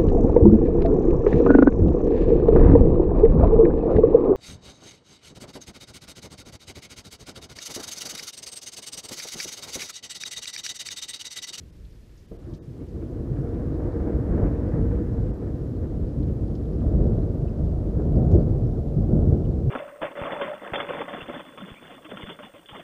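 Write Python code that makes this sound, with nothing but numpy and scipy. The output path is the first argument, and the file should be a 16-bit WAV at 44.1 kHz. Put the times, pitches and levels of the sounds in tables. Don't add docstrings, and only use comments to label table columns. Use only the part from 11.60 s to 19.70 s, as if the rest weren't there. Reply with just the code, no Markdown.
import sys
import numpy as np
from scipy import signal
from scipy.fft import rfft, irfft, next_fast_len
from scipy.io import wavfile
from scipy.ndimage import uniform_filter1d

SR = 44100
rng = np.random.default_rng(int(sys.argv[2]) if len(sys.argv) > 2 else 0)


def makeup_ratio(level_db):
    decades = np.asarray(level_db, float) / 20
    return 10 ** decades


def unload_audio(sound):
    columns = np.transpose(np.atleast_2d(sound))
    steps = np.round(np.clip(columns, -1, 1) * 32767)
    wavfile.write(sys.argv[1], SR, steps.astype(np.int16))


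N = 357210


def evened(x):
    return x / np.sqrt(np.mean(x ** 2) + 1e-20)


def read(points, hz):
    f, value = np.transpose(points)
    return np.interp(np.log(hz + 1), np.log(f + 1), value)


def add(mix, s, sound):
    part = mix[round(s * SR):][:len(sound)]
    part += sound[:len(part)]


def coloured(x, points):
    gain_db = read(points, abs(np.fft.fftfreq(16384, 1 / SR)))
    log_gain = np.log(makeup_ratio(np.maximum(gain_db, -100)))
    phase = -signal.hilbert(log_gain).imag
    taps = np.fft.ifft(np.exp(log_gain + 1j * phase)).real[:8192]
    return signal.oaconvolve(x, taps)[:len(x)]


def clicks(per_s, spread_db):
    size = makeup_ratio(spread_db * np.minimum(rng.exponential(1, N), 4))
    sign = rng.choice([-1., 1.], N)
    return evened(size * sign * (rng.random(N) < per_s / SR))


# f/Hz, time to fall 60 dB/s
SQUARE_ECHO = [
    (40, 0.77),
    (200, 0.51),
    (800, 0.78),
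    (3000, 0.49),
]


def square(x, directions=11):
    hz, t, z = signal.stft(rng.standard_normal((directions, SR)), SR, nperseg=1024)
    fade_db = -60 * t / read(SQUARE_ECHO, hz)[:, None]
    tails = signal.istft(z * makeup_ratio(fade_db), SR, nperseg=1024)[1]
    direction = rng.integers(0, directions, N)
    size = next_fast_len(N + SR + 2048)
    echo = 0
    for k, tail in enumerate(tails):
        echo = echo + rfft(x * (direction == k), size) * rfft(tail / np.linalg.norm(tail), size)
    echo_db = 12.5
    return x + makeup_ratio(echo_db) * irfft(echo, size)[:N]


# t/s, level/dB
ROLL_LEVEL = [(0, -49), (.08, -59), (.708, -60.5), (.718, -48), (1.3, -45), (1.36, -36.5), (2.1, -32),
              (2.8, -30), (3.45, -33.5), (4.1, -35), (5.05, -32.5), (5.4, -28), (5.75, -32), (6.35, -30),
              (6.75, -27.5), (7.25, -33.5), (7.6, -27.5), (8.1, -32.5)]
# t/s, share (0-1)
FARNESS = [
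    (0, 0.7),
    (1.5, 0.41),
    (3.3, 0.03),
    (4.2, 0.46),
    (5.2, 0.76),
    (6, 0.77),
    (8.1, 0.94),
]
# f/Hz, level/dB per Hz
NEAR_COLOUR = [(12, -19.5), (34, -8), (50, 5), (105, -6.5), (160, -14), (240, -7), (319, -4.5),
               (429, -13.5), (470, -10.5), (540, -21), (790, -32), (1770, -40.5), (2400, -54), (5000, -89)]
# f/Hz, level/dB per Hz
FAR_COLOUR = [(12, -30), (34, -9.5), (50, -6), (155, -5.5), (193, -14), (227, -8), (278, -16), (326, -10.5),
              (470, -18), (590, -21.5), (760, -30.5), (880, -38.5), (1370, -42.5), (2220, -66.5),
              (5000, -97.5)]
RANGE_EDGES_HZ = (80, 200, 500, 850)
# centre f/Hz, level/dB at the middle level, share of the level followed, gain from afar/dB
RANGES = [
    (50, -31, 0.99, 4.5),
    (130, -29.5, 0.99, 2.5),
    (330, -32.5, 1.08, -1.5),
    (650, -44, 1.33, -3),
    (1300, -54, 1.15, -10),
]
# t/s,
# swell level/dB, f/Hz, length/s
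SURGES_AND_LULLS = [(0.719, 9.5, 300, 0.026), (0.92, 5, 200, 0.052), (1.012, -12, 50, 0.066),
                    (1.212, 7.5, 242, 0.042), (2.482, 6, 370, 0.044), (2.55, 7, 50, 0.042), (2.702, 7.5, 50, 0.024),
                    (2.744, 6.5, 160, 0.027), (2.84, 4.5, 151, 0.02), (0.945, 10, 42, 0.04), (3.225, 5, 110, 0.071),
                    (3.334, 6.5, 55, 0.089), (3.53, 2.5, 130, 0.022), (3.604, 15, 55.4, 0.021),
                    (3.707, 5.5, 60, 0.078), (4.23, 5, 110, 0.015), (4.42, 4.5, 50, 0.04), (4.66, 2.5, 110, 0.074),
                    (4.838, 3, 79.6, 0.031), (5.536, 4, 109, 0.031), (5.75, -5.5, 45, 0.05),
                    (6.037, 10.5, 74.6, 0.034), (5.9, -3.5, 200, 0.086), (6.58, 6, 145, 0.035),
                    (6.766, 5, 350, 0.048), (1.35, -4, 45, 0.056), (7.388, 8, 120, 0.024), (7.547, 4, 330, 0.065),
                    (7.742, 5, 298, 0.022), (7.75, -5, 42, .05),
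                    (0.795, -5, 130, 0.049), (1.09, -4, 45, .06), (1.8, -4, 150, 0.029), (1.48, -7, 80, 0.066),
         (1.83, -4, 83, 0.24), (2.195, -6, 130, 0.037), (2.503, -6.5, 151, 0.067), (2.618, -7.5, 50, 0.045),
         (3.8, -7, 40, .05), (4.4, 4, 53, .05), (4.32, -3, 88, 0.12), (3.758, -11.5, 120, 0.028),
         (4.105, -11, 55, 0.031), (4.5, -5, 51, 0.045), (4.95, -4, 42, 0.055), (5.965, -6.5, 60, 0.056),
         (6.31, -6, 180, 0.042), (5.25, -2, 45, 0.05), (7.301, -2.5, 90, 0.1), (7.79, -7, 50, 0.047),
         (8.01, -4, 70, 0.025), (6.139, -5, 200, 0.14), (2.708, -4.5, 200, 0.065), (4.78, -2.5, 110, .05),
         (0.23, 12.5, 42, 0.076), (1.2, -5, 65, 0.029), (5.078, -4, 116, 0.12), (5.3, -2.5, 80, .03),
         (6.99, -4.5, 100, 0.02), (6.464, -1.5, 100, 0.024), (2.318, -11, 200, 0.018),
         (2.422, -4.5, 270, 0.04)]
# t/s, swell level/dB, length/s
RIPS = [(0.784, 10, 0.098), (0.915, 11.5, 0.073), (1.05, 4, 0.056), (1.204, 8, 0.093), (2.005, 2, 0.035),
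        (2.24, 3.5, 0.062), (2.487, 1, 0.075), (2.776, 4.5, 0.074), (2.86, 4.5, 0.036), (3.153, 5.5, 0.031),
        (1.867, 2.5, 0.062), (3.863, 0, 0.031), (4.25, 4, 0.033), (5.426, -1, 0.061), (5.94, 1, .06),
        (6.604, 1, 0.048), (5.572, 1.5, 0.13), (6.771, 1, 0.056), (7.16, 2.5, 0.08), (7.712, 0.5, 0.041),
        (3.407, 1, 0.034), (1.44, -4, 0.056)]
# t/s, swell level/dB, length/s
CRESTS = [(0.88, -2, 0.037), (1.06, -4, 0.05), (1.31, 1, 0.05), (1.492, 1, 0.05), (1.745, -1.5, 0.05),
          (2.1, -3, 0.05), (2.262, 1.5, 0.043), (3.015, 2, 0.055), (3.196, 4, 0.035), (3.286, 1.5, 0.05),
          (3.47, -2, 0.05), (3.577, 1.5, 0.041), (1.496, 0.5, 0.1), (5.42, 2, 0.08), (4.24, -3, 0.041),
          (4.342, 1.5, 0.05), (6.76, 2, 0.04), (5.028, -5, 0.055), (5.167, -4.5, 0.05), (7.35, 1, 0.37),
          (5.818, 4, 0.042), (5.912, -3.5, 0.045), (5.986, 3, 0.034), (6.155, 2.5, 0.039),
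          (6.61, 5.5, 0.05), (6.818, 1.5, 0.05), (6.96, 2, 0.046), (7.133, 0.5, 0.05), (7.27, 3, 0.056),
          (7.56, 1, 0.06)]


def roll():
    t = np.arange(N) / SR
    shocks = square(clicks(per_s=300, spread_db=4.0))
    far = np.clip(np.interp(t, *np.transpose(FARNESS)), 0, 1)
    near_sound, far_sound = coloured(shocks, NEAR_COLOUR), coloured(shocks, FAR_COLOUR)
    spectrum = rfft((1 - far) * near_sound + far * far_sound)
    hz = np.fft.rfftfreq(N, 1 / SR)
    below = [0] + [1 / (1 + (hz / edge) ** 12) for edge in RANGE_EDGES_HZ] + [1]

    coarse = t[::128]
    rip_hz, reach_octaves = 1070, 1.35
    rips = [(s, db, rip_hz, length) for s, db, length in RIPS]
    s, swell_db, pitch_hz, length = np.transpose(SURGES_AND_LULLS + rips)
    swells_db = swell_db * np.exp(-((coarse[:, None] - s) / length) ** 2)
    s, swell_db, length = np.transpose(CRESTS)
    crest_db = np.exp(-((coarse[:, None] - s) / length) ** 2) @ swell_db

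    middle_db = -32
    level_db = np.interp(t, *np.transpose(ROLL_LEVEL)) - middle_db
    out = np.zeros(N)
    for k, (centre_hz, db, share, far_db) in enumerate(RANGES):
        band = irfft(spectrum * (below[k + 1] - below[k]), N)
        power = uniform_filter1d(uniform_filter1d(band ** 2, size=3200), size=3200)
        steady = band / np.sqrt(power + 1e-20)
        surge_db = swells_db @ np.exp(-(np.log2(pitch_hz / centre_hz) / reach_octaves) ** 2)
        if k == 3:
            surge_db = surge_db + crest_db
        out += steady * makeup_ratio(db + share * level_db + far_db * far + np.interp(t, coarse, surge_db))
    return out


# f/Hz, level/dB per Hz
CALM_COLOUR = [(12, -34), (20, 0.5), (49, 3.5), (109, -8.5), (231, -15.5), (403, -20.5), (490, -21),
               (764, -33), (1410, -36.5), (1710, -34), (2200, -36), (4920, -39), (6690, -42.5),
               (14200, -49.5), (15400, -55.5)]
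DRIZZLE_HZ = (2300, 2900, 3700, 4600, 5700)


def calm():
    ticks = clicks(per_s=150, spread_db=3.8)
    kind = rng.integers(0, len(DRIZZLE_HZ) - 1, N)
    fizz, drizzle = rng.standard_normal(N), 0
    for k, band in enumerate(zip(DRIZZLE_HZ, DRIZZLE_HZ[1:])):
        size = signal.lfilter([1], [1, -np.exp(-1 / 200)], ticks * (kind == k))
        drizzle = drizzle + signal.lfilter(*signal.butter(2, band, "band", fs=SR), size * fizz)
    hiss = evened(coloured(rng.standard_normal(N), CALM_COLOUR))
    hiss_db, drizzle_db = -48.5, -81.5
    return makeup_ratio(hiss_db) * hiss + makeup_ratio(drizzle_db) * evened(drizzle)


# t/s, peak level/dB, f/Hz, time to fall 60 dB/s, width/octaves
DROPS = [(0.251, -54, 3460, .05, .56), (.322, -54, 4060, .05, .8), (.575, -59, 5500, 0.25, .72),
         (0.937, -48, 4560, 0.055, 0.92), (.947, -52, 4500, 0.056, 1.2), (1.943, -57, 3500, .056, 1.05),
         (4.627, -49, 3400, 0.04, 0.9), (4.68, -55, 2500, .1, 0.56), (4.88, -59, 4700, .054, .4),
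         (4.952, -49.5, 4200, .055, 1), (5.204, -56, 2900, .07, .9), (5.879, -45, 2650, .04, .3),
         (5.893, -59, 4900, .05, .4), (6.05, -60, 3500, .08, 1.3), (6.559, -54.5, 4830, 0.044, .45),
         (6.714, -51, 3800, 0.055, 1.7), (6.716, -55, 6630, 0.15, .36), (6.742, -56.5, 3970, .14, 1.7),
         (6.787, -56, 4530, 0.11, .15), (6.812, -58.5, 4000, .1, 1.1), (7.85, -46, 2900, 0.038, 0.42)]


def drops():
    out, t = np.zeros(N), np.arange(4000) / SR
    splash = rng.standard_normal((len(DROPS), len(t)))
    for (s, db, hz, t60, octaves), noise in zip(DROPS, splash):
        spread = 2 ** (max(octaves, .05) / 2)
        ring = 0.8 * np.exp(-octaves / 0.55)
        band = signal.butter(3, [hz / spread, hz * spread], "band", fs=SR)
        tick = evened(signal.lfilter(*band, noise))
        tone = np.sin(2 * np.pi * hz * t)
        envelope = makeup_ratio(db - 6.0 - 60 * t / t60) * np.minimum(t / 0.0008, 1)
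        add(out, s, envelope * ((1 - ring) * tick + ring * tone))
    return out


# t/s, peak level/dB, time to fall 60 dB/s
FRONTS = [(0.713, -25.5, 0.053), (1.187, -39, 0.2), (1.218, -27, 0.052), (1.349, -35, 0.14),
          (1.419, -27.5, 0.29), (1.767, -27, 0.19), (2.008, -25, 0.092), (2.253, -25, 0.074),
          (2.328, -21.5, 0.71), (2.47, -18.5, 0.15), (2.552, -33, 0.12), (2.827, -27, 0.11),
          (3.135, -39, 0.13), (3.31, -18, 0.14), (3.82, -24, 0.15), (3.865, -23, 0.13),
          (4.239, -26.5, 0.15), (5.214, -22.5, 0.2), (5.379, -41, 0.13), (5.412, -39, 0.093),
          (5.737, -29, 0.29), (5.851, -28, 0.25), (6.21, -37, 0.1), (6.265, -40, 0.046), (6.392, -20, 0.23),
          (6.571, -30, 0.032), (6.72, -25.5, 0.44), (7.33, -37, 0.13), (7.702, -28, 0.074),
          (7.951, -43.5, 0.27)]


def fronts():
    out, t = np.zeros(N), np.arange(5000) / SR
    bass_cut = signal.butter(2, 380, "high", fs=SR)
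    grit = []
    for colour in (NEAR_COLOUR, FAR_COLOUR):
        grit.append(signal.lfilter(*bass_cut, coloured(rng.standard_normal(N), colour)))
    rise = np.sin(np.minimum(t / .0025, 1) * np.pi / 2) ** 2
    for s, db, t60 in FRONTS:
        far = int(np.interp(s, *np.transpose(FARNESS)) > .5)
        burst = evened(grit[far][round(s * SR):][:len(t)])
        add(out, s, makeup_ratio(db - 11 - 60 * t / t60) * rise * burst)
    return out


# t/s, peak level/dB, f/Hz, length/cycles
CLAPS = [(0.716, -36, 59.2, 2.5), (0.839, -25, 113, 2.5), (0.914, -24, 102, 3), (1.078, -28, 157.5, 19),
         (1.713, -11.5, 141, 3.1), (1.784, -9.5, 135, 2), (1.842, -10, 135, 2.3), (2.466, -20, 86.1, 2.1),
         (2.825, -4.5, 53, 3), (2.846, -20, 51.1, 2.8), (3.133, -9, 118, 1.7), (3.181, -14, 51.1, 2.4),
         (3.522, -24, 99, 1.9), (3.598, -21, 62, 2), (4.595, -6.5, 59.2, 1.4), (5.26, -10, 61, 2.6),
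         (5.344, -4, 65, 3), (5.402, -5, 54, 3.5), (6.562, -7.5, 70.0, 2), (6.732, 6, 90, 1.7),
         (6.743, -6, 77.6, 3.1), (6.894, -12, 113.5, 3.3), (7.366, -8, 142, 3.4), (7.497, -8, 51.1, 1.9),
         (7.551, -12, 143, 2.1), (7.671, 2, 113, 2.4), (7.722, 2, 83.4, 1.55)]


def claps():
    out = np.zeros(N)
    for s, db, hz, cycles in CLAPS:
        turns = np.arange(6000) / SR * hz
        shape = np.minimum(turns / 0.36, 1) ** 2 * np.exp(-2.5 * turns / max(cycles, .5))
        swings = np.sin(2 * np.pi * turns ** 0.9)
        add(out, s, -makeup_ratio(db - 2.5) * shape * swings)
    return signal.lfilter(*signal.butter(4, 600, fs=SR), out)


# t/s, peak level/dB, f/Hz, length/s
RINGS = [(0.89, -37, 338, 0.012), (1.432, -29, 330, 0.0089), (1.723, -23, 130, 0.015),
         (1.811, -20, 139, 0.011), (2.156, -29.5, 319, 0.015), (2.213, -31, 308, 0.012),
         (2.285, -33, 496, 0.012), (2.36, -29.5, 460, 0.02), (2.47, -33, 330, 0.022),
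         (2.5, -28, 475, 0.017), (2.607, -19.5, 121, 0.01), (2.785, -30, 404, 0.012),
         (2.835, -33, 570, 0.0116), (2.838, -36.5, 705, 0.014), (2.845, -25, 318, 0.012),
         (2.847, -31, 140, 0.02), (3.188, -23.5, 152.5, 0.025), (3.245, -25, 243, 0.03),
         (3.337, -27, 480, 0.012), (3.421, -24, 318, 0.011), (3.51, -25, 119, 0.029),
         (3.632, -25.5, 139, 0.012), (3.687, -34, 121, 0.014), (4.103, -26.5, 118, 0.018),
         (4.394, -35, 119, 0.022), (4.62, -28, 120, 0.032), (4.693, -28, 119, 0.017),
         (4.779, -27.5, 122, 0.022), (5.231, -25.5, 233, 0.018), (5.25, -23, 119, 0.0097),
         (5.373, -18, 193, 0.011), (5.519, -20, 228, 0.0089), (5.829, -21.5, 130, 0.012),
         (6.147, -24, 136, 0.015), (6.404, -33.5, 416, 0.012), (6.645, -19.5, 120, 0.012),
         (6.73, -19.5, 165.4, 0.049), (6.755, -33, 604, 0.011), (6.762, -15.5, 333, 0.011),
         (6.954, -21, 140, 0.017), (7.048, -20, 120, 0.017), (7.408, -23.5, 161, 0.022),
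         (7.523, -30.5, 483, 0.024), (7.535, -28.5, 374, 0.014), (7.558, -17.5, 149, 0.012),
         (7.681, -11.5, 120.4, 0.012), (7.752, -23, 140, 0.034), (8.087, -15, 121, 0.011),
         (1.602, -32.5, 330, 0.014), (1.822, -30.5, 314, 0.011), (1.968, -32.5, 330, 0.013),
               (2.484, -44, 815, 0.014), (2.556, -27, 308, 0.014), (2.744, -27, 345, 0.014),
               (2.748, -27, 192, 0.011), (2.77, -37, 572, 0.016), (2.785, -28, 240, 0.016),
               (2.839, -32.5, 464, 0.016), (2.839, -27, 166.5, 0.013), (2.884, -35, 467, 0.012),
               (3.088, -32.5, 510, 0.014), (3.218, -28, 313, 0.012), (3.412, -29, 487, 0.013),
               (3.442, -27, 240, 0.013), (3.572, -30.5, 454, 0.012), (3.662, -36, 493, 0.02),
               (4.132, -30.5, 246, 0.012), (4.23, -39.5, 512, 0.013), (4.612, -26.5, 296, 0.012),
               (4.679, -30, 169, 0.014), (5.426, -31, 411, 0.013), (5.45, -24, 232, 0.014),
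               (5.468, -36, 574, 0.013), (5.594, -37, 650, 0.014), (6.1, -39, 330, 0.0096),
               (6.276, -29, 308, 0.011), (6.565, -20, 171, 0.015), (6.575, -32.5, 528, 0.014),
               (6.614, -46.5, 746, 0.013), (6.726, -34, 538, 0.015), (6.795, -22.5, 170, 0.014),
               (7.178, -33, 352, 0.013), (7.538, -16.5, 204, 0.012), (7.762, -23, 220, 0.018),
               (7.817, -20.5, 170, 0.011), (7.982, -36.5, 477, 0.021)]


def rings():
    out, t = np.zeros(N), np.arange(-.1, .1, 1 / SR)
    for s, db, hz, length in RINGS:
        envelope = makeup_ratio(db - 0.5) * np.exp(-(t / length) ** 2 / 2)
        add(out, s - .1, envelope * np.sin(2 * np.pi * hz * t))
    return out


# t/s, peak level/dB, decay/s
SPRAYS = [(1.1967, -54, 0.03), (1.3404, -61, 0.03), (1.4112, -58, 0.03), (1.5803, -63, 0.03),
          (1.7594, -59, 0.03), (1.9445, -58, 0.03), (2.0777, -58, 0.026), (2.2394, -56, 0.03),
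          (2.3201, -60.5, 0.036), (2.392, -55, 0.03), (2.4894, -54, 0.03), (2.7237, -62, 0.026),
          (2.7594, -57, 0.03), (2.8394, -59, 0.037), (2.8594, -54, 0.045), (2.9494, -53, 0.027),
          (2.9911, -60, 0.026), (3.0744, -55, 0.025), (3.1542, -63, 0.03), (3.2126, -63, 0.03),
          (3.3134, -58, 0.03), (3.3494, -56, 0.03), (3.4336, -66, 0.024)]


def spray():
    size, after = np.zeros(N), np.arange(6000) / SR
    for s, db, decay in SPRAYS:
        add(size, s, makeup_ratio(db - 12.5) * np.minimum(after / .004, 1) * np.exp(-after / decay))
    ragged = makeup_ratio(3.0 * evened(uniform_filter1d(rng.standard_normal(N), size=200)))
    band = signal.butter(2, (1900, 2700), "band", fs=SR)
    return size * ragged * evened(signal.lfilter(*band, rng.standard_normal(N)))


def scene():
    return (roll() + calm() + drops() + fronts() + claps() + rings() + spray())[None]


def frame_buzz():
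    frames_per_s, centre_hz, width_hz = 29.97, 12900, 1800
    frame = np.arange(N) / SR * frames_per_s
    strength = rng.random(300)[frame.astype(int)] ** 1.3
    gate = np.exp(-(frame % 1) / .2) * strength
    band = signal.butter(2, [centre_hz - width_hz / 2, centre_hz + width_hz / 2], "band", fs=SR)
    return evened(gate * signal.lfilter(*band, rng.standard_normal(N)))


def thinned_treble(x):
    hz, t, z = signal.stft(x, SR, nperseg=1024)
    power = (abs(z) ** 2).sum(axis=1, keepdims=True)
    loud_db = 10 * np.log10(uniform_filter1d(power, size=30) + 1e-12) + 27
    sparse_hz = 12800
    spared = np.where(hz < sparse_hz, .35 + .08 * (sparse_hz - hz) / 1000, 0)
    keep = 0.87 + .025 * loud_db - spared[:, None]
    size = abs(z)
    slow = uniform_filter1d(size, size=4, axis=2)
    held = np.where(hz[:, None] > sparse_hz, slow, size)
    weak = held < keep * np.median(size, axis=2, keepdims=True)
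    top_hz = 15000 + 500 * np.repeat(rng.random(len(t)) ** 1.5, 4)[:len(t)]
    z *= ~(weak & (hz[:, None] > 8000)) * np.where(hz[:, None] > top_hz, makeup_ratio(-25.5), 1)
    return signal.istft(z, SR, nperseg=1024)[1]


# t/s, length/s, lost above f/Hz, level/dB left
STARVED = [(.116, .017, 5200, -11), (.672, .014, 7000, -10), (.779, .016, 4800, -10),
           (.865, .07, 12900, -16), (1.004, .034, 6600, -22), (1.205, .035, 12900, -12),
           (1.29, .03, 12900, -11), (3.157, .046, 12900, -17), (3.724, .016, 5700, -16),
           (3.724, .034, 12900, -14), (3.805, .035, 12900, -13), (4.3, .03, 12900, -11),
           (4.51, .03, 12900, -11), (4.83, .07, 12900, -9), (5.21, .025, 12900, -10),
           (5.62, .04, 12900, -11), (5.97, .035, 12900, -12), (5.393, .05, 12900, -9),
           (5.455, .04, 12900, -11), (5.51, .04, 12900, -8), (1.755, .035, 12900, -14)]


def treble_gaps(x):
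    hz, t, z = signal.stft(x, SR, nperseg=512, noverlap=384)
    luck = np.repeat(rng.random((len(STARVED), 129)), 2, axis=1)[:, :len(hz)]
    for (s, length, edge_hz, db), chance in zip(STARVED, luck):
        above = (hz > edge_hz) & (chance < .9)
        scattered = (edge_hz < 11000) & (hz > 1900) & (chance < .35 - db / 70)
        z[:, above | scattered] *= makeup_ratio((db - 5) * np.exp(-(2 * (t - s) / length) ** 4))
    gaps_per_s, gap_s, gap_db, gap_hz = 2.2, .02, -11, 12900
    when, long, deep = rng.random((60, 3)).T
    start = np.cumsum(.1 - np.log(1 - when)) / gaps_per_s
    gaps = (abs(t[:, None] - start) < gap_s * (.3 + .4 * long)) @ (.5 + deep)
    z[:, hz > gap_hz] *= makeup_ratio(gap_db * np.minimum(gaps, 1.2))
    return signal.istft(z, SR, nperseg=512, noverlap=384)[1][:, :N]


def top_cut(x):
    return signal.sosfilt(signal.butter(12, 15590, fs=SR, output="sos"), x)


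def record(dry):
    bass_cut = signal.butter(2, 22, "high", fs=SR)
    buzz_db = -89.5
    heard = signal.lfilter(*bass_cut, dry) + makeup_ratio(buzz_db) * frame_buzz()
    heard = np.pad(heard, ((0, 0), (0, 2048)), "reflect", reflect_type="odd")
    worn = treble_gaps(thinned_treble(heard))
    ending = np.minimum(np.arange(N)[::-1] / 30, 1)
    return top_cut(ending * worn)


dry = scene()
out = record(dry)
unload_audio(out)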